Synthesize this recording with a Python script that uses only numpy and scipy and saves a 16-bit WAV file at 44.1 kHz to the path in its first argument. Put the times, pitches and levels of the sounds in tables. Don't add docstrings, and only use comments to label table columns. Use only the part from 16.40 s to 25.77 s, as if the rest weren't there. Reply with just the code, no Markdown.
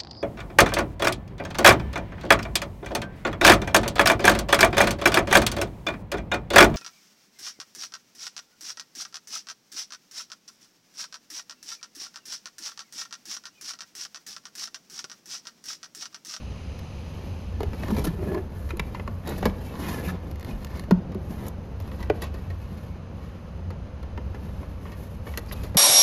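import sys
import numpy as np
from scipy import signal
from scipy.fft import rfft, irfft
from scipy.io import wavfile

SR = 44100
rng = np.random.default_rng(int(sys.argv[2]) if len(sys.argv) > 2 else 0)


def put_to_file(sound):
    columns = np.atleast_2d(sound).T
    safe = np.clip(columns, -1, 1)
    whole_steps = np.round(safe * 32767)
    wavfile.write(sys.argv[1], SR, whole_steps.astype(np.int16))


N = 413216
TIME = np.arange(N) / SR


# freq_hz, gain_db
RUSTLE_EQ = [(90, -23), (140, 0.5), (195, 2), (290, -5.5), (400, -8), (600, -12), (900, -14), (1500, -57.5)]
RASP_EQ = [(400, -10.5), (700, 10.5), (1050, 5.5), (1480, -3.5), (1750, 1.5), (2600, -9.5), (3300, -7),
           (4200, -9), (7000, -15.5), (9500, -46)]
SNAP_EQ = [(1500, -47), (2500, -0.5), (3100, -4), (4200, 1.5), (5500, -4.5), (7000, -8.5), (9000, -20),
           (12000, -29)]
GLOVE_EQ = [(2500, -71), (5000, -2), (7500, -1), (9500, 0), (11800, 4.5), (14200, -4.5), (16000, -25)]

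def sliding():
    rustle, rasp, glove = stroke_envelopes()
    effort = rasp / rasp.max()
    grip = undb(2 * wander(rate_hz=55) + 0.99 * wander(rate_hz=330))
    catches = slips(per_s=2000, spread_db=2.5)
    cardboard = eq(catches, RUSTLE_EQ) * rustle * undb(1)
    friction = unit(catches + 0.88 * rng.standard_normal(N))
    ring = rib_ring(friction) * undb(-1) * effort ** 0.36
    ticks = eq(slips(per_s=280, spread_db=-3.5), SNAP_EQ) * undb(-9) * effort ** 0.38
    ribs = (eq(friction, RASP_EQ) + ring + ticks) * rasp * undb(-1.5)
    cotton = eq(slips(per_s=18000, spread_db=5.5), GLOVE_EQ) * glove
    return grip * (cardboard + ribs + cotton)


# peak_s, rise_s, fall_s, rustle_db, rasp_db, glove_db
STROKES = [(0.85, 0.33, 0.41, -46.5, -57, -67.5), (1.25, 0.057, 0.061, -42.5, -50, -67),
           (1.38, 0.066, 0.22, -57, -47.5, -61), (1.55, 0.14, 0.16, -33.5, -44, -52),
           (1.509, 0.0081, .013, -28, -37, -43), (1.591, 0.014, 0.016, -29.5, -39, -46),
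           (1.65, 0.0066, 0.011, -29, -36, -36.5), (1.671, 0.0063, 0.014, -29.5, -37.5, -42),
           (1.92, 0.2, 0.1, -36, -50, -55.5), (2.28, 0.14, 0.059, -47.5, -52.5, -57),
           (2.5, 0.15, 0.31, -45, -55, -63), (2.8, 0.15, .08, -64, -67, -65),
           (2.89, 0.033, 0.13, -36, -43.5, -51), (3.06, 0.087, 0.046, -35.5, -44, -56),
           (3.2, 0.062, 0.35, -38.5, -49, -59), (3.272, 0.049, 0.037, -49, -50, -53),
           (3.46, 0.079, 0.064, -33, -40.5, -46), (3.52, 0.083, 0.054, -34.5, -40.5, -45),
           (3.58, 0.034, 0.036, -31, -43, -45.5), (3.655, 0.026, 0.03, -32, -42, -44),
           (3.688, 0.019, 0.024, -38, -39.5, -46), (3.73, .02, 0.03, -36, -50, -65),
           (3.88, 0.06, 0.075, -41.5, -54.5, -63.5), (4.09, 0.043, 0.091, -36.5, -47.5, -56),
           (4.19, 0.017, 0.15, -55, -50, -62), (4.36, 0.1, 0.081, -40.5, -46.5, -57.5),
           (4.62, 0.15, 0.55, -41.5, -73, -95), (4.95, 0.11, 0.095, -40.5, -50, -56.5),
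           (5.06, 0.056, 0.031, -36, -50, -53), (5.27, 0.25, 0.086, -46.5, -70, -72),
           (5.58, 0.16, 0.085, -43, -51.5, -61), (5.76, 0.02, 0.036, -38.5, -48.5, -60),
           (5.84, 0.029, 0.036, -46, -42, -60), (5.98, 0.054, 0.1, -45.5, -54, -63.5),
           (6.42, 0.4, 0.1, -55, -54.5, -64.5), (6.83, 0.09, 0.26, -54, -55.5, -68.5),
           (8.12, 0.24, 0.33, -49.5, -56, -65), (8.62, 0.2, 0.15, -48, -54.5, -57.5),
           (8.89, 0.044, 0.12, -51, -48, -54.5), (9.24, 0.18, 0.073, -44.5, -49.5, -55.5)]
# rustle_db, rasp_db, glove_db
RESTING_DB = [-47, -60, -82.5]

def stroke_envelopes():
    power = np.outer(undb(RESTING_DB) ** 2, np.ones(N))
    for peak_s, rise_s, fall_s, *levels_db in STROKES:
        power += np.outer(undb(levels_db) ** 2, swell(peak_s, rise_s, fall_s) ** 2)
    return np.sqrt(power)


# pitch_hz, width_hz, gain_db
RIB_MODES = [(1180, 430, 0.5), (1742, 26, 9), (2244, 38, 4), (2500, 130, 3), (2960, 65, -3),
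             (3540, 56, -4.5), (4110, 93, -7), (4800, 60, -14), (5840, 73, -21), (6600, 240, -16)]

def rib_ring(friction, swing_db=11, bend=0.01298, bend_hz=9):
    ring = sum(resonate(friction, hz, width) * undb(db + swing_db * np.tanh(wander(rate_hz=18)))
               for hz, width, db in RIB_MODES)
    warp_s = np.cumsum(bend * np.gradient(wander(bend_hz)) / bend_hz)
    return unit(np.interp(TIME + warp_s, TIME, ring))


# freq_hz, gain_db
GRIT_EQ = [(250, -8), (600, 2.5), (1000, 9), (1400, -2.5), (1800, 4.5), (2500, -8.5), (4000, -9),
           (6500, -18.5), (9000, -21.5)]
# peak_s, rise_s, fall_s, level_db
SCRAPES = [(1.38, 0.036, .04, -62), (1.49, 0.053, 0.05, -43), (1.594, .025, 0.02, -48),
           (1.655, .012, 0.042, -39), (2.9, 0.051, 0.042, -43), (3.35, 0.017, 0.02, -42.5),
           (3.47, 0.082, 0.072, -41), (3.59, 0.027, 0.058, -42), (3.69, 0.036, 0.089, -43),
           (4.09, 0.025, 0.032, -48.5), (4.365, 0.06, 0.035, -45.5), (5.06, 0.097, 0.043, -47.5),
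           (5.6, 0.012, 0.08, -44)]

def scraping(rib_hz=170, scatter=0.36, snag_db=1.5, grain_s=0.0016):
    pace_hz = rib_hz * np.exp(scatter * wander(rate_hz=200))
    ribs_passed = np.floor(np.cumsum(pace_hz) / SR)
    snags = np.diff(ribs_passed, prepend=0) * undb(snag_db * np.clip(rng.standard_normal(N), -2, 2))
    decays = signal.lfilter([1], [1, -np.exp(-1 / (grain_s * SR))], snags)
    grit = unit(eq(decays * rng.standard_normal(N), GRIT_EQ))
    return grit * sum(undb(db) * swell(s, rise, fall) for s, rise, fall, db in SCRAPES)


# freq_hz, gain_db
HOLLOW_EQ = [(120, -35), (300, 0), (420, 2.5), (600, -1), (780, -9), (980, -6.5), (1400, -13), (3000, -60)]
CRACK_EQ = [(500, -74), (900, 2.5), (1200, 2), (1500, -6.5), (1850, 5), (2250, -2), (2650, -5),
            (3300, -9.5), (6000, -69)]
EDGE_EQ = [(3000, -34), (7000, 0.5), (9000, -2), (11500, 3.5), (14300, -2.5), (16000, -67)]
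# start_s, level_db, bright_db, hollow_db, ring_s
CLICKS = [(0.39, -52.5, -2.5, -18, 0.013), (1.2049, -47.5, -7, 15.5, 0.017), (1.2308, -45.5, -4, 8, 0.012),
          (1.332, -52.5, -8, 15, 0.02), (1.434, -49, -10, 15, 0.013), (1.482, -49, -6, 12, 0.017),
          (1.566, -45, -5, 8, 0.014), (1.5934, -45, 0, 9, 0.011), (1.6407, -43, 4, 9, 0.032),
          (1.946, -49.5, -5, 8, 0.012), (2.29, -50, -6, 2, 0.035), (2.305, -45.5, -6.5, 5, 0.019),
          (2.37, -52, 4.5, 6, 0.011), (2.395, -35, -7.5, 3, 0.01), (2.546, -49.5, -10.5, 8, 0.043),
          (2.5962, -60, -18.5, 24.5, 0.013), (2.676, -50.5, -9.5, 16.5, 0.016),
          (2.8734, -43.5, 0.5, 14.5, 0.034), (2.8916, -46, 5, 6, 0.037), (2.92, -55, -11, 21, 0.013),
          (2.979, -50, 5, 12, 0.046), (3.027, -45, -9, 19, 0.02), (3.054, -32.5, -4, 10.5, 0.028),
          (3.063, -49, -15, 24, 0.022), (3.095, -55, -11, 13, 0.014), (3.9128, -55, 3, -1, 0.0046),
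          (3.9578, -57, -3, 0, .004), (3.9968, -54, -1, -3, 0.0046), (4.008, -53.5, -3, 4, 0.025),
          (4.028, -52, -3, -1, 0.005), (4.0469, -49, -2, 4, 0.0062), (4.2466, -45, 0, -4, 0.0054),
          (4.268, -55.5, -4, -7, 0.014), (4.3953, -45, -2.5, -6, 0.0034), (4.438, -58, -7, 2, .01),
          (4.5092, -37.5, -4, 15, 0.015), (4.719, -56.5, -8, 2, 0.024), (4.746, -55.5, -1, 13.5, 0.017),
          (5.066, -57, 9, 3, 0.029), (5.0816, -52.5, 11, 9, 0.027), (5.401, -52.5, -0.5, 9.5, 0.011),
          (5.411, -59, -2, 10, .008), (5.421, -61, 0, 8, 0.018), (5.476, -58.5, -2, 17, 0.027),
          (5.5151, -54, -7.5, 12, 0.021), (5.627, -48, -6, 2, 0.014), (5.6985, -42.5, -10.5, 13.5, 0.016),
          (5.8191, -38, -1, 4.5, 0.055), (5.838, -50, 2, -2, 0.037), (5.94, -51, -5.5, 14, 0.059),
          (6.102, -53, -8, 13, 0.032), (7.304, -53.5, -6.5, 14.5, 0.023), (7.6284, -55.5, -6.5, 12, 0.02),
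          (7.7755, -53.5, -12.5, 18, 0.016), (7.9455, -56, -11, 16.5, 0.026),
          (8.2281, -64.5, -15, 24, 0.037), (8.4525, -57.5, -14, 17, 0.12), (8.5187, -52, -7.5, 0, 0.055),
          (8.867, -58, -15.5, 22.5, 0.043), (8.938, -58.5, -17, 11, 0.022), (8.974, -34.5, 2, -2, 0.012),
          (8.981, -44, -2, 9, 0.018), (8.991, -54, 3, 10, 0.011), (9.061, -60, 1, -5, .014),
          (9.113, -53, -15.5, 4, 0.017), (9.1225, -44.5, 3.5, 8, 0.046), (9.2342, -45.5, -1, 10.5, 0.084),
          (9.3449, -50.5, -6, 22, 0.049)]

def clicks(hold_s=0.0013, attack_s=0.00018, chatter_db=2.5, dry_click_s=0.0056):
    t, out = TIME[:SR // 8], np.zeros(N)
    layers = [eq_impulse(points, size=1024) for points in (HOLLOW_EQ, CRACK_EQ, SNAP_EQ, EDGE_EQ)]
    ring_shares, strike_shares = [4.1, 2.4, 1.7, 0.96], [0.62, 0.17, 0.33, 0.41]
    transient = t == t[int(hold_s * SR / 2)]
    for start_s, level_db, bright_db, hollow_db, ring_s in CLICKS:
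        levels_db = level_db + np.array([hollow_db, -bright_db, 0, bright_db])
        flutter = np.repeat(rng.standard_normal(len(t)), 32)[:len(t)]
        contact = np.minimum(t / attack_s, 1) * undb(chatter_db * flutter)
        sharpness = 2.7 / (1 + ring_s / dry_click_s)
        since_hold_s = np.maximum(t - min(hold_s, ring_s / 10), 0)
        for layer, db, ring_share, strike_share in zip(layers, levels_db, ring_shares, strike_shares):
            decay = undb(-60 * since_hold_s / max(ring_s * ring_share, .003))
            chatter = contact * decay * rng.standard_normal(len(t))
            hit = chatter / np.linalg.norm(chatter) + sharpness * strike_share * transient
            burst = signal.fftconvolve(hit, layer)
            burst *= np.sqrt(.01 * SR / np.sum(burst ** 2))
            add(out, start_s, burst * undb(db))
    return out


# start_s, level_db, pitch_hz, ring_s
THUDS = [(1.205, -28, 800, .02), (1.207, -23.5, 434, 0.053), (1.2315, -25, 650, 0.022),
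         (1.233, -21.5, 408, 0.054), (1.335, -28, 206, 0.026), (1.434, -35, 915, .04),
         (1.434, -32, 1850, 0.033), (1.506, -32, 1200, .022), (1.513, -30, 900, 0.03),
         (1.52, -16, 206, 0.15), (1.522, -27.5, 394, 0.046), (1.578, -26, 412, 0.14),
         (1.644, -32, 1367, .05), (1.648, -30, 163, 0.031), (1.671, -33, 1340, .035),
         (1.672, -20, 290, 0.044), (1.678, -19.5, 162, 0.16), (1.875, -18.5, 349, 0.037),
         (2.306, -29, 1330, 0.023), (2.307, -30.5, 2470, 0.028), (2.334, -26, 345, 0.065),
         (2.396, -34, 1770, 0.03), (2.396, -31, 3700, 0.02), (2.397, -37, 1098, 0.055),
         (2.399, -27, 187, 0.087), (2.411, -21, 60.4, 0.12), (2.548, -26.5, 980, 0.02),
         (2.598, -34, 1110, 0.024), (2.598, -39, 2550, 0.03), (2.677, -31.5, 1070, .04),
         (2.679, -32.5, 225, 0.16), (3.028, -21, 730, .035), (3.032, -26, 233, 0.066),
         (3.055, -27, 850, 0.018), (3.056, -17, 425, 0.056), (3.055, -23, 562, 0.065),
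         (3.055, -29, 1010, .1), (3.054, -28, 1660, 0.078), (3.055, -32, 2290, .05),
         (3.056, -14, 210, 0.049), (3.068, -19, 192, 0.15), (3.67, -24, 178.8, 0.33),
         (4.119, -24, 44, 0.17), (4.5105, -16.5, 920, 0.017), (4.512, -25.5, 1410, 0.029),
         (4.5105, -20.5, 640, 0.027), (4.51, -15.5, 365, 0.031), (4.5185, -5.5, 175, 0.12),
         (4.524, -25, 226, 0.084), (4.751, -24.5, 201, 0.14), (4.751, -26.5, 377, 0.12),
         (5.7005, -11.5, 419, 0.065), (5.701, -16, 583, 0.04), (5.701, -15.5, 706, 0.024),
         (5.701, -27, 1077, 0.036), (5.7, -25.5, 1465, .028), (5.702, -25, 2400, .018),
         (5.702, -22, 305, 0.051), (7.777, -29.5, 213, 0.091), (7.777, -33, 950, .04),
         (7.947, -37, 1010, .03), (8.23, -42, 990, .03), (8.455, -33.5, 1090, .025),
         (8.868, -37, 1740, .025), (8.98, -26.5, 1910, 0.018), (9.345, -27, 533, 0.039),
         (9.354, -15, 169, 0.026)]

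def thuds(attack_cycles=1.36, stiffening=0.2, overtone_ratio=1.6, overtone_db=-20):
    t, out = TIME[:SR // 2], np.zeros(N)
    for start_s, level_db, pitch_hz, ring_s in THUDS:
        attack_s = attack_cycles / pitch_hz
        attack = np.sin(np.pi / 2 * np.minimum(t / attack_s, 1))
        envelope = attack * undb(-60 * np.maximum(t - attack_s, 0) / ring_s)
        swing = undb(level_db) * envelope
        phase = 2 * np.pi * np.cumsum(pitch_hz * (1 + stiffening * swing)) / SR
        overtone = undb(overtone_db) * envelope * np.sin(overtone_ratio * phase)
        add(out, start_s, swing * (overtone - np.sin(phase)))
    return out


# pitch_hz, width_hz, gain_db
WALL_MODES = [(206, 15, 9), (290, 23, 3), (366, 12, 6.5), (610, 13, 4), (1050, 21, -15), (1210, 23, -24),
              (1710, 28, -12.5)]
# peak_s, rise_s, fall_s, level_db
DRAGS = [(1.798, .014, 0.015, -36), (1.83, 0.017, 0.034, -31), (1.88, .01, 0.02, -30),
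         (1.92, .012, 0.019, -26), (1.953, .01, .012, -28), (1.977, 0.013, 0.024, -28)]

def wall_judder(groan_hz=376):
    pushes = slips(per_s=410, spread_db=1)
    wall = sum(undb(db) * resonate(pushes, hz, width) for hz, width, db in WALL_MODES)
    wall = unit(signal.sosfilt(signal.butter(2, 2200, fs=SR, output="sos"), wall))
    pitch_hz = groan_hz * (1 + 0.0854 * wander(rate_hz=120))
    groan = np.sin(2 * np.pi * np.cumsum(pitch_hz) / SR) * undb(2.6 * wander(rate_hz=160))
    pull = sum(undb(db) * swell(s, rise, fall) for s, rise, fall, db in DRAGS)
    return (undb(-4) * wall + undb(-1) * unit(groan)) * pull


# peak_s, rise_s, fall_s, pitch_hz, width_hz, level_db
SQUEAKS = [(1.902, .025, .012, 1710, 90, -48), (1.948, .008, .01, 1740, 120, -46),
           (1.949, .008, .014, 1050, 120, -38), (1.98, .009, .016, 1710, 80, -49),
           (2.885, .02, 0.038, 3810, 120, -49), (2.905, 0.045, 0.036, 1670, 300, -50),
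           (3.455, 0.038, 0.091, 1880, 300, -46), (3.505, 0.032, 0.023, 1020, 120, -40),
           (3.6, .02, .02, 1720, 120, -46), (3.655, .022, 0.036, 2360, 450, -45),
           (3.655, 0.036, 0.026, 484, 90, -40), (3.69, 0.0095, .02, 1710, 100, -38),
           (3.692, .012, .014, 1290, 120, -40), (9.096, 0.0089, 0.007, 4840, 550, -45.5),
           (9.131, 0.0067, 0.0061, 12300, 1500, -40), (9.132, .012, .008, 3900, 1100, -43.5)]

def squeaks():
    t, out = TIME[:SR // 2], np.zeros(N)
    for peak_s, rise_s, fall_s, pitch_hz, width_hz, level_db in SQUEAKS:
        band = resonate(rng.standard_normal(len(t)), pitch_hz, 1.5 * width_hz)
        ring = unit(resonate(band, pitch_hz, 1.5 * width_hz))
        start_s = peak_s - t[-1] / 2
        add(out, start_s, undb(level_db) * ring * swell(peak_s, rise_s, fall_s, start_s + t))
    return out


# delay_s, gain_db
REFLECTIONS = [(.0014, -14.5), (.0027, -5.5)]

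def box_reflections(x, drift=0.083, crossover_hz=1200):
    treble = signal.sosfiltfilt(signal.butter(2, crossover_hz, "high", fs=SR, output="sos"), x)
    echoes = sum(undb(db) * np.interp(TIME - delay_s * (1 + drift * wander(rate_hz=2.5)), TIME, treble)
                 for delay_s, db in REFLECTIONS)
    return x - treble + (treble + echoes) * undb(-1.9)


def room(x, decay_s=0.49, predelay_s=0.008, wet_db=-22.5, damping_hz=2560):
    t = TIME[:SR // 2]
    tail = rng.standard_normal(len(t)) * undb(-60 * t / decay_s) * (t > predelay_s)
    tail = signal.sosfilt(signal.butter(1, damping_hz, fs=SR, output="sos"), tail)
    return x + undb(wet_db) * signal.fftconvolve(x, tail / np.linalg.norm(tail))[:N]


# freq_hz, gain_db
HUM_EQ = [(30, -15.5), (50, -11), (66, 2), (79, -4), (91, 2), (110, -11), (200, -14), (350, -35),
          (510, -22.5), (700, -32.5), (1100, -32), (2000, -43.5), (3000, -50.5), (7000, -78), (14000, -78)]
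# time_s, level_db
HUM_RIDE = [(0, -35.5), (1.2, -35.5), (1.65, -30.5), (1.9, -36.5), (2.7, -33), (3.0, -36.5), (5.2, -36.5),
            (5.7, -33), (7.0, -39.5), (8.0, -32.5), (8.7, -38), (9.37, -32)]

def workshop_hum():
    drift = fader(HUM_RIDE) * undb(0.88 * wander(rate_hz=7.8))
    tone = eq(rng.standard_normal(N), HUM_EQ)
    bass = signal.sosfiltfilt(signal.butter(4, 120, fs=SR, output="sos"), tone)
    air = (tone - bass) * undb(-34)
    return unit(bass) * drift * undb(0.57) + air


# freq_hz, gain_db
SUB_EQ = [(10, -44), (20, -17), (30, -22), (45, -4), (55, -12), (80, -14), (200, -73)]
# peak_s, level_db
HEAVES = [(1.32, -30), (1.68, -30), (2.44, -33), (3.08, -30.5), (3.65, -34), (4.16, -41), (4.55, -39),
          (7.18, -40), (9.178, -37)]

def sub_rumble(rest_db=-50, rise_s=0.11, fall_s=0.093):
    envelope = undb(rest_db) + sum(undb(db) * swell(s, rise_s, fall_s) for s, db in HEAVES)
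    return eq(rng.standard_normal(N), SUB_EQ) * envelope * undb(-3.5)


# freq_hz, gain_db
HISS_EQ = [(1500, -12), (2500, 3.5), (3000, 2.5), (3500, -6.5), (4100, -1), (4600, -6), (5000, -2),
           (5500, -10), (6200, -2.5), (7200, -15.5), (9000, -12), (11000, -16), (14000, -35), (16000, -65)]
# time_s, level_db
HISS_FADE = [(0, -53), (.6, -53.5), (1, -55.5), (1.3, -58.5), (1.8, -64), (4.5, -63)]

def opening_hiss():
    return eq(rng.standard_normal(N), HISS_EQ) * fader(HISS_FADE)


def slips(per_s, spread_db):
    happens = rng.random(N) < per_s / SR
    strength = undb(spread_db * np.minimum(rng.exponential(size=N), 4))
    return unit(happens * strength * np.sign(rng.standard_normal(N)))


def swell(peak_s, rise_s, fall_s, t=TIME, drop_db=8.5, roundness=1.74):
    away = np.maximum((peak_s - t) / max(rise_s, .005), (t - peak_s) / max(fall_s, .005))
    gain, near = np.zeros(len(t)), away < 4
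    gain[near] = undb(-drop_db * away[near] ** roundness)
    return gain


def wander(rate_hz):
    knots = rng.standard_normal(4096)
    return np.interp(TIME * rate_hz, np.arange(len(knots)), knots)


def resonate(x, pitch_hz, width_hz):
    return signal.lfilter(*signal.iirpeak(pitch_hz, pitch_hz / width_hz, fs=SR), x)


def eq(x, points):
    return signal.fftconvolve(x, eq_impulse(points))[:N]


def eq_impulse(points, size=16384):
    hz, db = np.transpose(points)
    log_freq = np.log(np.fft.rfftfreq(size, 1 / SR) + 1)
    gain = unit(undb(np.interp(log_freq, np.log(hz), db)))
    cepstrum = irfft(np.log(gain))
    cepstrum[1:size // 2] *= 2
    cepstrum[size // 2 + 1:] = 0
    return irfft(np.exp(rfft(cepstrum)))


def fader(points):
    return undb(np.interp(TIME, *np.transpose(points)))


def add(out, start_s, x):
    i = int(start_s * SR)
    out[i:i + len(x)] += x[:max(N - i, 0)]


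def undb(db):
    return 10 ** (np.asarray(db) / 20)


def unit(x):
    return x / np.sqrt(np.mean(x ** 2))


def scene():
    handling = box_reflections(sliding() + scraping() + clicks()) + thuds() + wall_judder() + squeaks()
    return (room(handling) + workshop_hum() + sub_rumble() + opening_hiss())[None]


def record(dry, notch_hz=8350, notch_width_hz=2200, high_cut_hz=14250):
    notched = signal.lfilter(*signal.iirnotch(notch_hz, notch_hz / notch_width_hz, fs=SR), dry)
    return signal.sosfilt(signal.ellip(10, .2, 80, high_cut_hz, fs=SR, output="sos"), notched)


dry = scene()
out = record(dry)
put_to_file(out)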